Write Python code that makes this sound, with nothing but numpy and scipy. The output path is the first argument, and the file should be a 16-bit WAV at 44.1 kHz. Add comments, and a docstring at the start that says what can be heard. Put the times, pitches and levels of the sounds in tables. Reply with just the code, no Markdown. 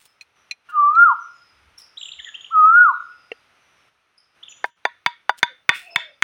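"""Driving bamboo stakes in a grove

Thin sticks clink and poke the dirt, then a sickle's wooden handle drives a green bamboo stake into dry soil:
damped modes and bursts of shaped noise. A koel clucks, then whistles twice close by, a bulbul chatters and
smaller birds call further off: gliding tones. Trees scatter the sounds as decaying noise; hiss bursts and a
background whose level dips lie beneath. The microphone clips whatever exceeds full scale."""
import sys
import numpy as np
from scipy import signal
from scipy.fft import rfft, irfft, next_fast_len
from scipy.io import wavfile
from scipy.ndimage import map_coordinates

SR = 44100
rng = np.random.default_rng(int(sys.argv[2]) if len(sys.argv) > 2 else 0)


def file_out(sig):
    """Save sig as 16-bit WAV at sys.argv[1]."""
    # one column per channel
    cols = np.atleast_2d(sig).T
    # limit, then scale
    lim = np.clip(cols, -1, 1)
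    pcm = np.round(lim * 32767).astype(np.int16)
    wavfile.write(sys.argv[1], SR, pcm)


N = 274743  # samples


def amp(db):
    """The decibel is logarithmic: 20 dB is a tenfold gain."""
    return 10 ** (np.asarray(db) / 20)


def unit(x):
    """Effective level is the root mean square, scaled here to 1."""
    return x / np.sqrt(np.mean(x ** 2) + 1e-20)


def along(points, hz):
    """Spectra are read by interpolating (Hz, value) points on a logarithmic frequency axis."""
    f, value = np.transpose(points)
    return np.interp(np.log(hz + 1), np.log(f + 1), value)


def clock(length):
    """Sampled time: the instants, in seconds, of a stretch of sound."""
    return np.arange(int(length * SR)) / SR


def add(track, s, sound):
    """Superposition: sounds that overlap from time s on simply add."""
    part = track[max(round(s * SR), 0):][:len(sound)]
    part += sound[:len(part)]


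def noise(spectrum, size):
    """Filtering white noise in the frequency domain gives it the wanted spectrum; its rms is 1."""
    m = next_fast_len(size)
    white = rfft(rng.standard_normal(m))
    gain = amp(along(spectrum, np.fft.rfftfreq(m, 1 / SR)))
    return unit(irfft(white * gain, m)[:size])


def wobble(t, rate):
    """Slow random modulation: a smooth curve through rate random knots a second."""
    knots = rng.standard_normal(int(t[-1] * rate) + 4)
    return map_coordinates(knots, [t * rate])


def ease(t, start, end):
    """A raised-cosine step from 0 to 1 between two times changes level without a click."""
    return np.sin(np.pi / 2 * np.clip((t - start) / (end - start), 0, 1)) ** 2


def ring(modes, t, pitch=1, scatter_db=1):
    """A struck body sums damped modes: here of alternating sign, with levels scattered at random."""
    total = np.zeros(len(t))
    for k, (hz, db, t60) in enumerate(modes):
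        level_db = db + scatter_db * rng.normal() - 60 * t / t60
        total += (-1) ** k * amp(level_db) * np.sin(2 * np.pi * hz * pitch * t)
    return total


def grove(x, wet_db, bloom, linger=1):
    """Multiple scattering from trunks and leaves: convolution with noise that blooms, then decays by band.

    The tail builds up over bloom seconds; linger stretches its decay."""
    # Colour of the scattered sound. Each row: frequency in Hz, relative level in dB.
    scatter_colour = [(150, 0.5), (450, -5.5), (750, -11), (1400, -3.5), (2400, -7.5), (3600, -2),
                      (5000, -9.5), (14000, -5.5)]
    # Decay of the scattered sound. Each row: frequency in Hz, time to fall 60 dB in seconds at linger 1.
    scatter_t60 = [(200, 0.15), (900, 0.25), (1200, 0.4), (1450, 0.56), (3500, 0.58), (7000, 0.44),
                   (14000, 0.058)]
    hz, t, bands = signal.stft(rng.standard_normal(int(.7 * SR)), SR, nperseg=256)
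    decay_s = linger * along(scatter_t60, hz)[:, None]
    fade_db = along(scatter_colour, hz)[:, None] - 60 * t / decay_s
    build_up = 1 - np.exp(-(t / bloom) ** 2)
    tail = signal.istft(bands * amp(fade_db) * build_up, SR, nperseg=256)[1]
    tail *= amp(0.29 * wobble(np.arange(len(tail)) / SR, 90))  # the echoes come in clumps
    # wet_db is the tail's gain over roughly 1 to 4 kHz
    mid_gain = np.sqrt(np.mean(abs(rfft(tail)[700:2800]) ** 2))
    response = amp(wet_db) * tail / mid_gain
    response[0] += 1  # the direct sound
    return signal.fftconvolve(x, response)


def background():
    """Broadband noise: a steady shaped hush whose level dips at times, with brief low rumbles."""
    # Spectrum of the hush. Each row: frequency in Hz, relative level in dB per Hz.
    hush_spectrum = [(25, -21.5), (65, -6), (120, -5.5), (210, -8.5), (500, -6.5), (1100, -3.5), (1320, 2),
                     (1600, -3), (2500, -3), (4100, -12), (4800, -17), (6000, -14.5), (7400, -31),
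                     (9000, -20), (15000, -37)]
    # Drops in background level. Each row: start in seconds, length in seconds, change of level in dB.
    level_dips = [(0, 0.36, -5.5), (0.558, 0.096, -6.5), (3.911, 0.44, -7), (4.717, 0.047, -17),
                  (4.76, 1.72, -5)]
    # Soft low rumbles. Each row: start in seconds, length in seconds, level in dB.
    rumbles = [(1.52, 0.297, -63.5), (2.05, 0.23, -68)]
    # Their spectrum. Each row: frequency in Hz, relative level in dB per Hz.
    rumble_spectrum = [(25, -16), (68, 7), (110, -6), (250, -23.5), (1000, -69)]
    hush_db, edge_s = -60.5, 0.031
    t = np.arange(N) / SR
    dip_db = np.zeros(N)
    for s, length, db in level_dips:
        entered = ease(t - s, -edge_s, 0)
        left = ease(t - s - length, -edge_s / 2, edge_s / 2)
        dip_db += db * (entered - left)
    out = amp(hush_db + dip_db + 0.4 * wobble(t, 5.1)) * noise(hush_spectrum, N)
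    for s, length, db in rumbles:
        swell = np.sin(np.pi * clock(length) / length)
        add(out, s, amp(db) * swell * noise(rumble_spectrum, len(swell)))
    return out


def hisses(grain_db=4.0):
    """Granular noise with fast random level changes: rustles, and the breathy treble of a bird's chip."""
    # Bursts of hiss: rustles and the treble of a chip. Each row: peak time in seconds, rise in seconds,
    # time to fall 60 dB in seconds, peak level in dB.
    bursts = [(.01, 0.013, 0.32, -55), (0.056, 0.0022, .04, -42), (.215, 0.0033, 0.07, -54.5),
              (0.699, .006, 0.082, -55.5), (1.787, 0.0055, .25, -52.5), (4.659, 0.0071, .08, -54),
              (5.39, .012, 0.044, -43), (5.765, .025, 0.33, -43)]
    # Spectrum of the hiss. Each row: frequency in Hz, relative level in dB per Hz.
    hiss_spectrum = [(500, -6.5), (1500, -4.5), (3500, 2.5), (7000, -4), (9200, 1.5), (11500, -11.5),
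                     (15500, -5)]
    out, t = np.zeros(N), clock(1 / 2)
    for s, rise, t60, db in bursts:
        start = max(s - 2 * rise, 0)
        since = start + t - s  # time relative to the peak
        shape_db = np.where(since < 0, -10 * (since / rise) ** 2, -60 * since / t60)
        grains = noise(hiss_spectrum, len(t)) * amp(grain_db * wobble(t, 750))
        add(out, start, amp(db + shape_db) * unit(grains))
    return out


def slur(length, start_hz, end_hz, octave_db, waver, rasp_db=0):
    """Frequency modulation: a swelling glide with its octave, wavering in pitch and roughened in level."""
    t = clock(length)
    u = t / length
    glide_hz = start_hz + (end_hz - start_hz) * np.sin(u * np.pi / 2)
    pitch = glide_hz * (1 + waver * wobble(t, 250))
    phase = 2 * np.pi * np.cumsum(pitch) / SR
    swell = np.sin(np.pi * u) * unit(amp(rasp_db * wobble(t, 760)))
    return np.sqrt(2) * swell * (np.sin(phase) + amp(octave_db) * np.sin(2 * phase))


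def bird_notes():
    """Direct-to-reverberant ratio conveys distance: the bulbul is near, chips and whistles are mostly echo."""
    # The bulbul's rising slurs. Each row: start in seconds, length in seconds, top pitch in Hz, level in dB.
    chatter = [(1.97, 0.018, 4020, -31), (2.028, 0.011, 3790, -28.5), (2.084, .014, 3100, -35.5),
               (2.116, 0.0096, 3950, -31), (2.187, .024, 3600, -34), (2.245, 0.006, 3600, -30.5),
               (2.284, .012, 3600, -37.5), (2.341, 0.021, 3300, -30), (2.406, .01, 3590, -38.5),
               (2.444, .008, 3510, -32), (4.427, .017, 3714, -36.5), (4.481, 0.007, 3430, -35)]
    # Its quick flicks back down. Each row: start in seconds, level in dB.
    flicks = [(2.011, -30.5), (2.054, -32), (2.133, -36.5), (2.462, -39), (4.52, -41.5)]
    # Its low falling notes. Each row: start in seconds, length in seconds, start pitch in Hz, level in dB.
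    falls = [(2.184, .03, 2411, -41), (2.249, .058, 2048, -39.5)]
    # Short rising chips, and the koel's small cluck before its first call.
    # Each row: start in seconds, top pitch in Hz, level in dB.
    chips = [(.687, 1400, -39), (1.776, 5610, -40.5), (1.813, 5540, -47), (4.175, 5230, -53),
             (5.745, 2677, -37.5)]
    # Distant whistles and hoots that sag in pitch. Each row: start in seconds, length in seconds,
    # start pitch in Hz, level in dB.
    whistles = [(.04, 0.086, 5350, -68), (0.34, .12, 6040, -71), (1.187, 0.088, 6060, -59.5),
                (1.237, 0.36, 5230, -64.5), (1.976, 0.14, 7420, -48), (2.199, .12, 7050, -53.5),
                (2.405, 0.024, 6960, -51), (2.973, 0.43, 5140, -67.5), (3.544, 0.27, 6080, -73),
                (4.484, 0.042, 7030, -47.5), (4.496, .034, 6150, -51), (5.485, 0.051, 589, -56),
                (5.8, 0.28, 750, -52), (5.848, 0.0706, 2675, -47), (5.901, 0.042, 5320, -48.5),
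                (6, 0.159, 671, -59)]
    slur_start, chip_start = .75, .92  # starting pitch as a share of the top
    flick_s, flick_from_hz, flick_to_hz, fall_end_hz = .008, 3900, 2700, 1714
    chip_s = .017
    sag_hz, sag_share = 85, .02  # fall over a whistle: a fixed part plus a share of its pitch
    quaver_hz = 22  # fixed part of the waver: low notes quaver the most for their pitch

    near, far = np.zeros(N), np.zeros(N)
    notes = [(s, length, slur_start * hz, hz, db) for s, length, hz, db in chatter]
    notes += [(s, flick_s, flick_from_hz, flick_to_hz, db) for s, db in flicks]
    notes += [(s, length, hz, fall_end_hz, db) for s, length, hz, db in falls]
    for s, length, start_hz, end_hz, db in notes:
        note = slur(length, start_hz, end_hz, octave_db=-32.5, waver=0.029, rasp_db=2.0)
        add(near, s, amp(db) * note)
    for s, top_hz, db in chips:
        chip = slur(chip_s, chip_start * top_hz, top_hz, octave_db=-14, waver=0.039, rasp_db=4.0)
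        add(far, s, amp(db) * chip)
    for s, length, hz, db in whistles:
        end_hz = hz * (1 - sag_share) - sag_hz
        whistle = slur(length, hz, end_hz, octave_db=-32, waver=.017 + quaver_hz / hz, rasp_db=2.0)
        add(far, s, amp(db) * whistle)
    return (grove(near, wet_db=-7.0, bloom=0.002) + grove(far, wet_db=3, bloom=0.0079))[:N]


def twitter(count=18, db=-68, low_hz=2500, high_hz=7000):
    """Attenuation rises with frequency: of the faint stray notes, higher ones tend to be weaker."""
    out = np.zeros(N)
    for when, height, size, bend, length in rng.random((count, 5)):
        hz = low_hz * (high_hz / low_hz) ** height
        end_hz = hz * (.95 + .1 * bend)
        note = slur(.03 + .06 * length, hz, end_hz, octave_db=-50, waver=.015)
        add(out, when * N / SR, amp(db + 4 * size - 8 * height) * note)
    return grove(out, wet_db=5.0, bloom=0.0071)[:N]


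def sticks():
    """Impact excites free vibration: thin sticks clink with a brief scrape, or their points knock the dirt."""
    # Touches of loose sticks. Each row: start in seconds, clink level in dB, clink pitch factor,
    # dull knock level in dB.
    taps = [(0.2095, -33, 1.037, -65), (0.5105, -19.5, 1.02, -86.5), (.951, -39.5, 1, -51),
            (3.3168, -39.5, 0.76, -13)]
    # Modes of a thin stick. Each row: frequency in Hz before the pitch factor, relative level in dB,
    # time to fall 60 dB in seconds.
    stick_modes = [(1915, -14, 0.04), (2180, -10, 0.052), (2397, 2, 0.048), (2610, -11, 0.043),
                   (3156, -16.5, 0.0066), (4003, 0, 0.044), (4140, -6.5, 0.035), (5760, -16.5, 0.055),
                   (5620, -12, .028), (7360, -18, 0.025), (9220, -29.5, .02)]
    # Modes of a stick's point meeting the ground. Each row: frequency in Hz, relative level in dB,
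    # time to fall 60 dB in seconds.
    dirt_modes = [(458.4, -5, 0.029), (719, -12, 0.016), (1249, -14, 0.0094), (1910, -7, .014),
                  (2220, -3.5, .012), (2740, 1, 0.015)]
    # Scrape of stick on stick. Each row: frequency in Hz, relative level in dB per Hz.
    scrape_spectrum = [(600, -35.5), (1700, -13), (2400, 2.5), (3200, -10), (4200, 3.5), (5000, -17.5),
                       (6100, -3), (8000, -22.5), (9200, -16.5), (12000, -31.5)]
    out, t = np.zeros(N), clock(1 / 4)
    onset = 1 - np.exp(-t / .002)
    for s, clink_db, pitch, knock_db in taps:
        scrape = amp(-3 - 60 * t / .028) * noise(scrape_spectrum, len(t))
        clink = ring(stick_modes, t, pitch) + scrape
        knock = ring(dirt_modes, t)
        tap = (amp(clink_db) * clink + amp(knock_db) * knock) * onset
        add(out, s, grove(tap, wet_db=-37, bloom=.02))
    return out


def koel(waver=0.007, wet_db=-9, flicker_db=4):
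    """Harmonics grow with effort: an almost pure whistle settles low, climbs, drops and hangs in the trees."""
    # The koel's calls. Each row: start in seconds, low note in Hz, top note in Hz, low note level in dB,
    # top note level in dB, start of the climb in seconds, opening leap in Hz, dip between syllables in dB.
    calls = [(.713, 1158, 1414, -12.5, -7, .12, 0, 11), (2.501, 1240, 1455, -9.5, -7, .08, 260, 4)]
    # Overtones at the loudest moment. Each row: multiple of the fundamental,
    # level in dB relative to it before a random flicker.
    overtone_levels = [(2, -47), (5, -61), (6, -65), (7, -64), (8, -64)]
    call_s, release_s, fade_db_per_s = .435, 0.042, 95
    scoop_hz, scoop_s = 101, .02  # the whistle leaps past its low note and slides back onto it
    attack_s, attack_db = .088, 35  # it swells out of near silence
    climb_curve = 1.6  # bends the climb to start more slowly
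    top_s, drop_s, drop_hz_per_s, turn_s = 0.31, .339, 6440, .008  # it tops out, turns over and falls away
    break_s, break_width_s = .225, .032  # it eases off between its two syllables

    out, t = np.zeros(N), clock(call_s)
    scoop = scoop_hz * t / scoop_s * np.exp(1 - t / scoop_s)
    drop = drop_hz_per_s * turn_s * np.logaddexp(0, (t - drop_s) / turn_s)
    attack = attack_db * np.maximum(1 - t / attack_s, 0) ** 2
    fade = fade_db_per_s * np.maximum(t - top_s, 0)
    for s, low_hz, top_hz, low_db, top_db, climb_s, leap_hz, break_db in calls:
        climb = ease(t, climb_s, top_s) ** climb_curve
        leap = leap_hz * (1 - ease(t, 0, scoop_s))
        hz = low_hz - leap + scoop + (top_hz - low_hz) * climb - drop
        phase = 2 * np.pi * np.cumsum(hz * (1 + waver * wobble(t, 70))) / SR
        dip = break_db * np.exp(-((t - break_s) / break_width_s) ** 2)
        db = low_db + (top_db - low_db) * climb - attack - dip - fade
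        loudness = amp(db) * ease(call_s - t, 0, release_s) * ease(t, 0, scoop_s / 2)
        overtones = np.zeros(len(t))
        for multiple, level in overtone_levels:
            overtones += amp(level + flicker_db * wobble(t, 44)) * np.sin(round(multiple) * phase)
        effort = loudness / loudness.max()
        whistle = unit(np.sin(phase) + overtones * effort) * loudness
        add(out, s, grove(whistle, wet_db, bloom=0.013, linger=1.0))
    return out


def hammering():
    """Contact stiffness sets an impact's bandwidth: each blow knocks, rings the stake and drives the soil."""
    # Blows on the stake and two soft rebounds. Each row: start in seconds, strength in dB, hardness of contact
    # from 0 to 1, knock pitch factor, bamboo ring in dB, grove scatter in dB.
    blows = [(4.6421, -9.5, 0.06, 1.005, -12.5, -39.5), (4.8522, -5, 0.06, 1.102, -7.5, -25),
             (5.0621, -4.5, .92, 1.04, 0.5, -22.5), (5.2935, -3, 0.06, .93, -11, -30.5),
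             (5.4298, -2.5, .84, 0.99, -4.5, -22.5), (5.692, 0, .86, 1.177, -10.5, -14.5),
             (5.713, -25.5, 0, 1, -18.5, -31), (5.9598, -7, 0.99, 1.047, -7.5, -12),
             (5.981, -30, 0, 1.3, -27.5, -23), (6.2235, -3.5, 1, 0.99, -20.5, -4)]
    # Knock of handle on stake. Each row: frequency in Hz before the pitch factor, relative level in dB,
    # time to fall 60 dB in seconds.
    wood_modes = [(967, -18.5, 0.075), (1288, -7.5, 0.021), (1570, -5, 0.034), (1770, 0, 0.015),
                  (2138, -3, 0.021), (2500, -17, 0.04), (2780, -15, 0.0049), (3189, -14, 0.013)]
    # The stake's own ring. Each row: frequency in Hz before detuning, relative level in dB (the third mode's
    # at seated_s), time to fall 60 dB in seconds.
    bamboo_modes = [(955.5, -6.5, 0.11), (1630, -21.5, 0.069), (3537, -5.5, 0.061), (4660, -13, 0.045),
                    (6370, -21, 0.022), (9800, -45, 0.07)]
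    # Soil giving way under the point. Each row: frequency in Hz, relative level in dB,
    # time to fall 60 dB in seconds.
    soil_modes = [(398, -33, 0.031), (449.4, -27.5, 0.0029), (647, -29, 0.06), (629, -10.5, 0.013),
                  (846, -8, 0.022), (971, -10.5, 0.036)]
    # The ground under it. Each row: frequency in Hz, relative level in dB, time to fall 60 dB in seconds.
    thump_modes = [(151, -8, 0.033), (218.7, -3.5, 0.0054)]
    # The wood's crowd of short-lived modes. Each row: frequency in Hz, relative level in dB per Hz.
    clack_spectrum = [(400, -29), (1200, -7), (2000, 4.5), (3400, -3), (4300, -15.5), (6500, -18),
                      (15000, -38.5)]
    # Crack of the blow. Each row: frequency in Hz, relative level in dB per Hz.
    crack_spectrum = [(200, -17.5), (900, 9), (2500, 8.5), (4500, -4), (6500, -1.5), (9000, -13),
                      (15000, -31.5)]
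    # A stake that yields takes the blow softly; one that sticks cracks and shakes the ground.
    # Each pair: value at soft contact, value at hard contact; a cutoff in Hz, then three levels in dB.
    sharp_ends = (1670, 4200)
    soil_ends = (8, -10.5)
    crack_ends = (-19.5, -5.5)
    thump_ends = (-43, -11.5)
    clack_db, clack_t60, crack_t60 = -9, 0.029, 0.006  # decays in seconds
    bounce_s, bounce_db = .0027, -10  # the ground mirrors the sound
    radiate_hz = 300  # a thin stake radiates little bass
    seated_s, clang_db_per_s = 5.35, 11.5  # the deeper the stake sits, the louder its third mode rings

    out, t = np.zeros(N), clock(1 / 2)
    for s, db, hardness, pitch, ring_db, grove_db in blows:
        sharp_hz = np.interp(hardness, (0, 1), sharp_ends)
        soil_db = np.interp(hardness, (0, 1), soil_ends)
        crack_db = np.interp(hardness, (0, 1), crack_ends)
        thump_db = np.interp(hardness, (0, 1), thump_ends)
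        clack = amp(clack_db - 60 * t / clack_t60) * noise(clack_spectrum, len(t))
        knock = ring(wood_modes, t, pitch) + clack
        # a softer contact lasts longer and leaves the high modes quiet
        blow = signal.lfilter(*signal.butter(2, sharp_hz, fs=SR), knock)
        modes = np.array(bamboo_modes)
        modes[2, 1] += clang_db_per_s * (s - seated_s)
        # the stake's pitch varies slightly at random from blow to blow
        stake = ring(modes, t, pitch=1 + 0.0013 * rng.normal(), scatter_db=2.5)
        blow += amp(ring_db) * stake + amp(soil_db) * ring(soil_modes, t)
        blow += amp(crack_db - 60 * t / crack_t60) * noise(crack_spectrum, len(t))
        blow = signal.lfilter(*signal.butter(3, radiate_hz, "high", fs=SR), blow)
        blow += amp(bounce_db) * np.interp(t - bounce_s, t, blow, left=0)
        blow += amp(thump_db) * ring(thump_modes, t)  # the bass comes from the ground
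        add(out, s, grove(amp(db) * blow, grove_db, bloom=0.029, linger=0.48))
    return out


def scene():
    """Superposition of the background, the work on the ground and the birds, as one channel."""
    birds = bird_notes() + twitter() + koel()
    work = hisses() + sticks() + hammering()
    return (background() + birds + work)[None]


def record(dry):
    """Overload and band limiting: the microphone clips at full scale and keeps nothing from top_hz up."""
    top_hz = 16500
    m = next_fast_len(N + SR // 2)
    passed = np.fft.rfftfreq(m, 1 / SR) < top_hz
    return irfft(rfft(np.clip(dry, -1, 1), m) * passed, m)[..., :N]


dry = scene()
out = record(dry)
file_out(out)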